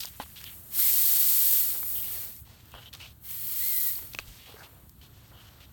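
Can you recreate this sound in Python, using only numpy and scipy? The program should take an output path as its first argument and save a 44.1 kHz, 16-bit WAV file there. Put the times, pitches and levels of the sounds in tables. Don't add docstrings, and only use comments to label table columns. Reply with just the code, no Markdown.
import sys
import numpy as np
from scipy import signal
from scipy.fft import rfft, irfft
from scipy.io import wavfile
from scipy.ndimage import uniform_filter1d, map_coordinates

SR = 44100
rng = np.random.default_rng(int(sys.argv[2]) if len(sys.argv) > 2 else 0)


def volts(x):
    e = np.asarray(x, float) / 20
    return 10 ** e


def unload_wav(signal):
    wavfile.write(
        sys.argv[1],
        SR,
        np.round(np.clip(np.atleast_2d(signal).T, -1, 1) * 32767).astype(np.int16),
    )


N = 252252
T = np.arange(N) / SR
F = np.arange(N // 2 + 1) * SR / N + 1e-3


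def track(table):
    return np.interp(T, *np.transpose(table))


def shaped(x, colour, lo_hz=0., hi_hz=SR, db=0):
    hz, level_db = np.transpose(colour)
    skirts = 1 / np.sqrt((1 + (lo_hz / F) ** 12) * (1 + (F / hi_hz) ** 12))
    gain = volts(np.interp(np.log(F), np.log(hz), level_db))
    y = irfft(rfft(x) * gain * skirts, N)
    return y * volts(db) / np.std(y)


def walk(rate_hz):
    hold = max(int(SR / rate_hz), 1)
    steps = np.repeat(rng.standard_normal(N // hold + 1), hold)
    return 0.79 * uniform_filter1d(uniform_filter1d(steps, hold), hold)[:N]


def resonance(x, hz, width_hz, order=1):
    half = width_hz / 2
    centre = np.hypot(hz, half)
    band = [centre - half, min(centre + half, .48 * SR)]
    return signal.sosfilt(signal.butter(order, band, "band", fs=SR, output="sos"), x)


def ring(hz, t60_s):
    t = T[:int(t60_s * SR)]
    return np.sin(2 * np.pi * hz * t) * np.exp(-np.log(1000) * t / t60_s)


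def add(out, s, x):
    i = int(s * SR)
    out[i:i + len(x)] += x[:N - i]


# (centre [Hz], width [Hz], gain [ratio])
RIDGES = [(3140, 920, 0.27), (4430, 126, 0.44)]


def ridged(x):
    return x + sum(gain * resonance(x, hz, width_hz) for hz, width_hz, gain in RIDGES)


# (time [s], extra path [ms], share [0-1])
GROUND = [(0, 1.2, 0.4), (.3, .83, 0.5), (.7, 0.98, 0.16), (1.45, 0.94, 0), (2.2, 1.6, 0), (2.42, 0.75, .6),
          (3.2, 0.954, .24), (4.5, 0.92, .1), (4.75, 0.82, .5), (5.4, 1.2, .05)]


def ground_echo(gas):
    s, path_ms, share = np.transpose(GROUND)
    share = np.clip(np.interp(T, s, share), 0, 1)
    delay = np.interp(T, s, path_ms) * SR / 1000
    late = map_coordinates(gas, [np.arange(N) - delay], order=3)
    return (gas + share * late) / np.sqrt(1 + share ** 2)


# (frequency [Hz], density [dB per Hz])
JET_COLOUR = [(240, -63), (400, -18), (491, -28), (672, -28), (1590, -23.5), (2120, -19.5), (2680, -19),
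              (4360, -13.5), (4860, -16.5), (6060, -13.5), (8300, -6.5), (9560, -6.5), (10500, -9.5),
              (12900, -0.5), (17100, 1.5)]
# (time [s], flow [dB], gap opening [about -1..1])
LONG_HISS = [(.64, -80, 0.35), (.71, -50.5, 0.6), (.742, -35.5, 1), (.8, -23.5, 0.94), (.86, -24, 1),
             (1.15, -23, 0.99), (1.585, -23, 0.59), (1.63, -26, 0.44), (1.79, -33, 0)]
LAST_GAS = [(1.82, -32.5, -1.6), (1.952, -30, -1.34), (2.054, -34.5, -1.1), (2.142, -36, 0.57),
            (2.25, -38.5, -0.067), (2.344, -50.5, 0.62), (2.4, -50.5, -.5), (2.47, -81, 0)]
SHORT_HISS = [(3.19, -76, 0), (3.254, -44, 0), (3.306, -38, 0.17), (3.386, -36.5, -0.14),
              (3.58, -30.5, 0.24), (3.664, -27, -0.071), (3.884, -26.5, -0.36), (4.12, -52.5, 0.071),
              (4.3, -87, 0)]
# (time [s], flow [dB])
LEAK = [(0, -38.5), (.148, -51), (.25, -51), (.42, -52), (.53, -49), (.66, -53.5), (2.4, -54), (2.52, -64),
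        (2.87, -65), (3.04, -68), (3.13, -61), (4.2, -60), (4.68, -61.5), (4.85, -56.5), (5.13, -68),
        (5.43, -65.5), (5.72, -68)]
LEAK_MIDDLE_DB = -3.5
FULL_FLOW_DB = -23
# (level at full flow [dB], growth [dB/dB], per unit opening [dB])
MIDDLE, NECK_AIR, LOW = (-35.5, 1.08, 3.4), (-41.5, 0.73, 4.1), (-52, 0.51, 2.8)
SHUT_DB, SHUT_SLOPE = -49.5, 2.4


def jet():
    eddies = ridged(rng.standard_normal(N) * volts(1.0 * walk(900) + .5 * walk(250)))
    s, db, gap = np.transpose(LONG_HISS + LAST_GAS + SHORT_HISS)
    flow_db, gap = np.interp(T, s, db), np.interp(T, s, gap)

    def eddy_gain(full_db, growth, gap_db):
        return volts(full_db + growth * (flow_db - FULL_FLOW_DB) + gap_db * gap)

    leak = hush() * volts(track(LEAK))
    shut = volts(SHUT_SLOPE * np.minimum(flow_db - SHUT_DB, 0))
    top = volts(flow_db) + leak
    middle = eddy_gain(*MIDDLE) + volts(LEAK_MIDDLE_DB) * leak
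    neck, low = eddy_gain(*NECK_AIR) * shut, eddy_gain(*LOW) * shut
    top = top * volts(1.2 * walk(120))
    middle = middle * volts(1.0 * walk(90))
    gas = top * shaped(eddies, JET_COLOUR, 9980, db=2.5)
    gas = gas + middle * shaped(eddies, JET_COLOUR, 4900, 11900, db=-0.5)
    gas = gas + neck * shaped(eddies, JET_COLOUR, 2870, 5450, db=-2.5)
    gas = gas + low * shaped(eddies, JET_COLOUR, 540, 2264, db=-0.4)
    return ground_echo(gas)


# (time [s], pitch [Hz], level [dB])
WHISTLE = [(3.605, 1940, -57), (3.615, 1950, -52), (3.679, 2140, -51.5), (3.795, 1995, -52.5),
           (3.803, 2000, -55.5), (3.901, 1916, -54), (3.915, 1830, -66)]


def whistle():
    s, hz, db = np.transpose(WHISTLE)
    waver = 1 + .009 * walk(200)
    phase = 2 * np.pi * np.cumsum(np.interp(T, s, hz) * waver) / SR
    ragged_rad = .6 * walk(250)
    gain = np.sqrt(2) * volts(np.interp(T, s, db, -120, -120) + 2.1 * walk(60))
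    octave = volts(-1.0 + 3.0 * walk(80)) * np.sin(2 * phase + ragged_rad)
    return uniform_filter1d(gain, size=200) * (np.sin(phase) + octave)


# (start [s], end [s], level [dB], pitch [Hz])
SLIPS = [(0, .055, -41, 4100), (.06, .09, -47, 3520), (.16, .29, -55, 9000), (.196, .239, -45, 3000),
         (.355, .408, -48.5, 3580), (.46, .534, -49.5, 2420), (2.02, 2.13, -50, 2870),
         (2.927, 2.948, -44, 3350), (2.993, 3.076, -50, 3500), (3.074, 3.124, -56, 3460),
         (4.192, 4.203, -45, 3000), (4.207, 4.245, -53, 3000), (4.382, 4.455, -52.5, 3180),
         (4.456, 4.56, -51.5, 2860), (4.57, 4.627, -58, 4200), (4.629, 4.665, -49, 2800),
         (5.012, 5.073, -56, 3280), (5.5, 5.595, -64.5, 3500), (5.601, 5.655, -52.5, 2900)]
DRAGS = [(.093, .2, -58.5, 2530), (.244, .36, -61, 2500), (.4, .453, -53.5, 2500), (.536, .62, -68, 2550),
         (2.45, 2.6, -61, 2570), (2.6, 2.72, -64, 2460), (2.805, 2.875, -56.5, 1800),
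         (2.95, 2.994, -56.5, 3000), (4.112, 4.182, -57.5, 3000), (4.248, 4.383, -55.5, 3600),
         (5.128, 5.31, -65, 2830), (5.4, 5.491, -63.5, 2900), (1.95, 2.25, -58, 1400)]
SQUEAKS = [(.451, 0.5, -51, 3200), (1.95, 2.003, -49.5, 3030), (2.56, 2.618, -74, 4000),
           (2.716, 2.804, -53.5, 2900), (2.81, 2.86, -60, 2960), (2.855, 2.887, -51.5, 3130),
           (2.999, 3.064, -49.5, 2780), (3.632, 3.9, -57, 4350), (4.58, 4.625, -56, 1500),
           (4.585, 4.605, -65, 4600), (4.39, 4.45, -70, 3500), (.79, .92, -48, 2170),
           (3.28, 3.37, -56, 3100), (.357, 0.393, -56, 3340), (5.33, 5.49, -63, 2940)]
CREAKS = [(0, .088, -59.5, 1230), (.196, .233, -45.5, 900), (1.7, 1.88, -62.5, 241),
          (1.736, 1.765, -50.5, 706), (1.894, 2.308, -59.5, 480), (2.453, 2.6, -64, 700),
          (2.745, 2.801, -51, 810), (2.938, 2.955, -51, 1030), (2.997, 3.067, -55, 1200),
          (4.008, 4.076, -58.5, 248), (4.467, 4.556, -55.5, 930), (4.56, 4.675, -52, 885),
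          (4.682, 4.865, -63.5, 605), (4.69, 4.83, -75, 1500), (5.026, 5.067, -63, 990),
          (5.31, 5.36, -55.5, 700), (5.366, 5.646, -61.5, 1230)]
# (width / pitch [ratio], swell start to end [dB], sizzle above body [dB])
SLIP, DRAG, SQUEAK, CREAK = (0.81, -6.5, -5.5), (1.77, -0.35, -15), (.2, -0.76, -18), (1.34, -2, -16)


def fingers():
    out = np.zeros(N)
    grains = rng.standard_normal(N) * volts(2.0 * walk(400) + 1.9 * walk(70))
    sizzle = resonance(grains, 8300, 12000)
    grains = ridged(grains)
    kinds = (SLIPS, SLIP), (DRAGS, DRAG), (SQUEAKS, SQUEAK), (CREAKS, CREAK)
    for strokes, (share, swell_db, sizzle_db) in kinds:
        for start, end, db, hz in strokes:
            length = end - start
            i, t = int(start * SR), T[:int((length + .04) * SR)]
            rub = resonance(grains[i:i + len(t)], hz, share * hz)
            rub = 0.57 * resonance(rub, hz, 2.25 * share * hz) + 0.23 * rub
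            touch = np.clip(t / 0.0047, 0, 1) * np.exp(-np.clip(t - length, 0, 1) / 0.0051)
            level = volts(db + swell_db * t / length)
            stroke = rub / np.std(rub) + volts(sizzle_db) * sizzle[i:i + len(t)]
            add(out, start, level * touch * stroke)
    return out


# (time [s], peak [dB], pitch [Hz], t60 [s])
KNOCKS = [(.048, -33, 800, 0.013), (.261, -45, 1400, .013), (.413, -40, 1500, .016),
          (.792, -33.5, 1130, 0.022), (1.83, -30.5, 1290, 0.02), (1.864, -43, 700, .013),
          (2.7405, -32.5, 910, 0.019), (2.751, -34.5, 900, 0.011), (2.762, -39, 800, .015),
          (2.79, -44, 900, .015), (3.99, -38.5, 1030, .024), (4.025, -44, 1700, .012),
          (4.1477, -34, 1100, 0.013), (4.149, -39.5, 350, .02), (4.188, -24, 1390, .012),
          (4.19, -37.5, 350, 0.021), (4.1943, -33.5, 1180, .016)]
SNAPS = [(.005, -25.5, 4560, 0.031), (.033, -26, 5000, .011), (.0353, -24.5, 3530, 0.019),
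         (.044, -33, 5500, .012), (.0555, -23, 5040, .009), (.4412, -26.5, 4200, 0.011),
         (2.937, -31, 4230, .01), (2.95, -29, 3550, 0.0066), (3.311, -33, 4500, .005),
         (4.135, -30.5, 4400, .015), (4.149, -25.5, 4470, 0.0038), (4.1882, -24, 4700, 0.0088)]
SPITS = [(.4145, -37, 7000, .006), (2.365, -38, 9100, .004), (2.657, -45, 13000, .004),
         (2.718, -43, 12000, .004), (2.937, -40, 11000, .006), (2.972, -44, 11000, .004),
         (4.2, -39, 7500, .008), (4.895, -42, 11000, .007), (5.28, -49, 12000, .004),
         (5.47, -52, 7000, .008)]
# (width / pitch [ratio], crack [dB])
KNOCK, SNAP, SPIT = (0.61, -41), (0.53, -4.5), (1, -1.5)


def ticks():
    out = np.zeros(N)
    for events, (share, crack_db) in ((KNOCKS, KNOCK), (SNAPS, SNAP), (SPITS, SPIT)):
        for s, db, hz, t60 in events:
            n = int(t60 * SR)
            splinters = rng.standard_normal(2048)[:n] * np.exp(-np.log(1000) * T[:n] / t60)
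            splinters[0] += 4.0
            body = resonance(resonance(splinters, hz, share * hz), hz, 13.0 * share * hz)
            crack = volts(crack_db) * 0.59 * np.diff(splinters, prepend=0)
            add(out, s, volts(db) * (body / np.abs(body).max() + crack))
    return out


POP_S, POP_DB = .2005, -22.5
# (frequency [Hz], level [dB], t60 [s])
WALL = [(275, -2.5, 0.064), (480, -39, 0.032), (700, -15, 0.026), (844, 8.5, 0.036), (1010, 1, 0.064),
        (1500, 3, 0.013), (1920, -12, 0.1), (2360, -21, 0.054), (3070, -11, 0.14), (3740, -25, .05)]
# (time [s], peak [dB], pitch [Hz], t60 [s])
THUMPS = [(4.195, -43, 50, .2), (4.283, -40, 47, .14), (2.745, -44, 65, .15)]
# (time [s], peak [dB], pitch [Hz], t60 [s])
RINGS = [(3.956, -36, 4700, 0.022), (4.1488, -25.5, 2580, 0.011), (4.188, -19, 2560, 0.011),
         (4.194, -33, 4600, 0.013), (4.494, -45, 487, 0.043), (4.542, -42.5, 434, .06),
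         (5.014, -48, 3020, .02)]


def wall_modes():
    out = np.zeros(N)
    for hz, db, t60 in WALL:
        add(out, POP_S, -volts(POP_DB + db - 12) * ring(hz, t60))
    for s, db, hz, t60 in THUMPS + RINGS:
        add(out, s, volts(db) * ring(hz, t60))
    return out


# (time [s], level [dB])
RUMBLE = [(0, -57), (.62, -55.5), (1.26, -58.5), (2.09, -56), (2.64, -56), (3.82, -58.5), (4.24, -54),
          (4.49, -58.5), (4.75, -55.5), (5.72, -55.5)]
# (frequency [Hz], density [dB per Hz])
NIGHT = [(12, -42), (20, -16), (54, -3), (87, -1.5), (129, -3.5), (473, -14), (1460, -16), (2370, -23),
         (2970, -19), (4410, -19.5), (4930, -26.5), (8440, -25.5), (10600, -46), (12900, -15), (17100, -40)]
AIR_DB = -60.5


def night():
    drone = rng.standard_normal(N)
    drone = drone + 2.87 * resonance(drone, 67.0, 45) + 1.6 * resonance(drone, 117.7, 17.5)
    rumble = volts(track(RUMBLE) + 0.63 * walk(12)) * shaped(drone, NIGHT, 0., 346, db=2.0)
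    air = volts(AIR_DB) * hush() * shaped(rng.standard_normal(N), NIGHT, 286)
    return rumble + air


# (middle [s], half length [s], depth [dB])
HUSHES = [(.1, 0.25, -4.5), (2.41, 0.13, -5.5), (2.613, .06, -4), (2.912, 0.015, -4.5), (3.17, 0.055, -5),
          (3.6, 0.41, -6), (4.89, .13, -5.5), (5.3, 0.83, -1)]


def hush():
    return volts(sum(db * np.exp(-((T - s) / half) ** 4) for s, half, db in HUSHES))


def scene():
    return (jet() + whistle() + fingers() + ticks() + wall_modes() + night())[None]


def top_cut(x):
    return signal.sosfilt(signal.butter(12, 18460, fs=SR, output="sos"), x)


TOP_HZ = 17200
PORT_HZ, PORT_WIDTH_HZ, PORT_DIP = 10500, 750, 0.51


def record(dry):
    x = signal.sosfilt(signal.ellip(12, .2, 80, TOP_HZ, fs=SR, output="sos"), dry)
    x = x - PORT_DIP * resonance(x, PORT_HZ, PORT_WIDTH_HZ)
    return top_cut(x)


dry = scene()
out = record(dry)
unload_wav(out)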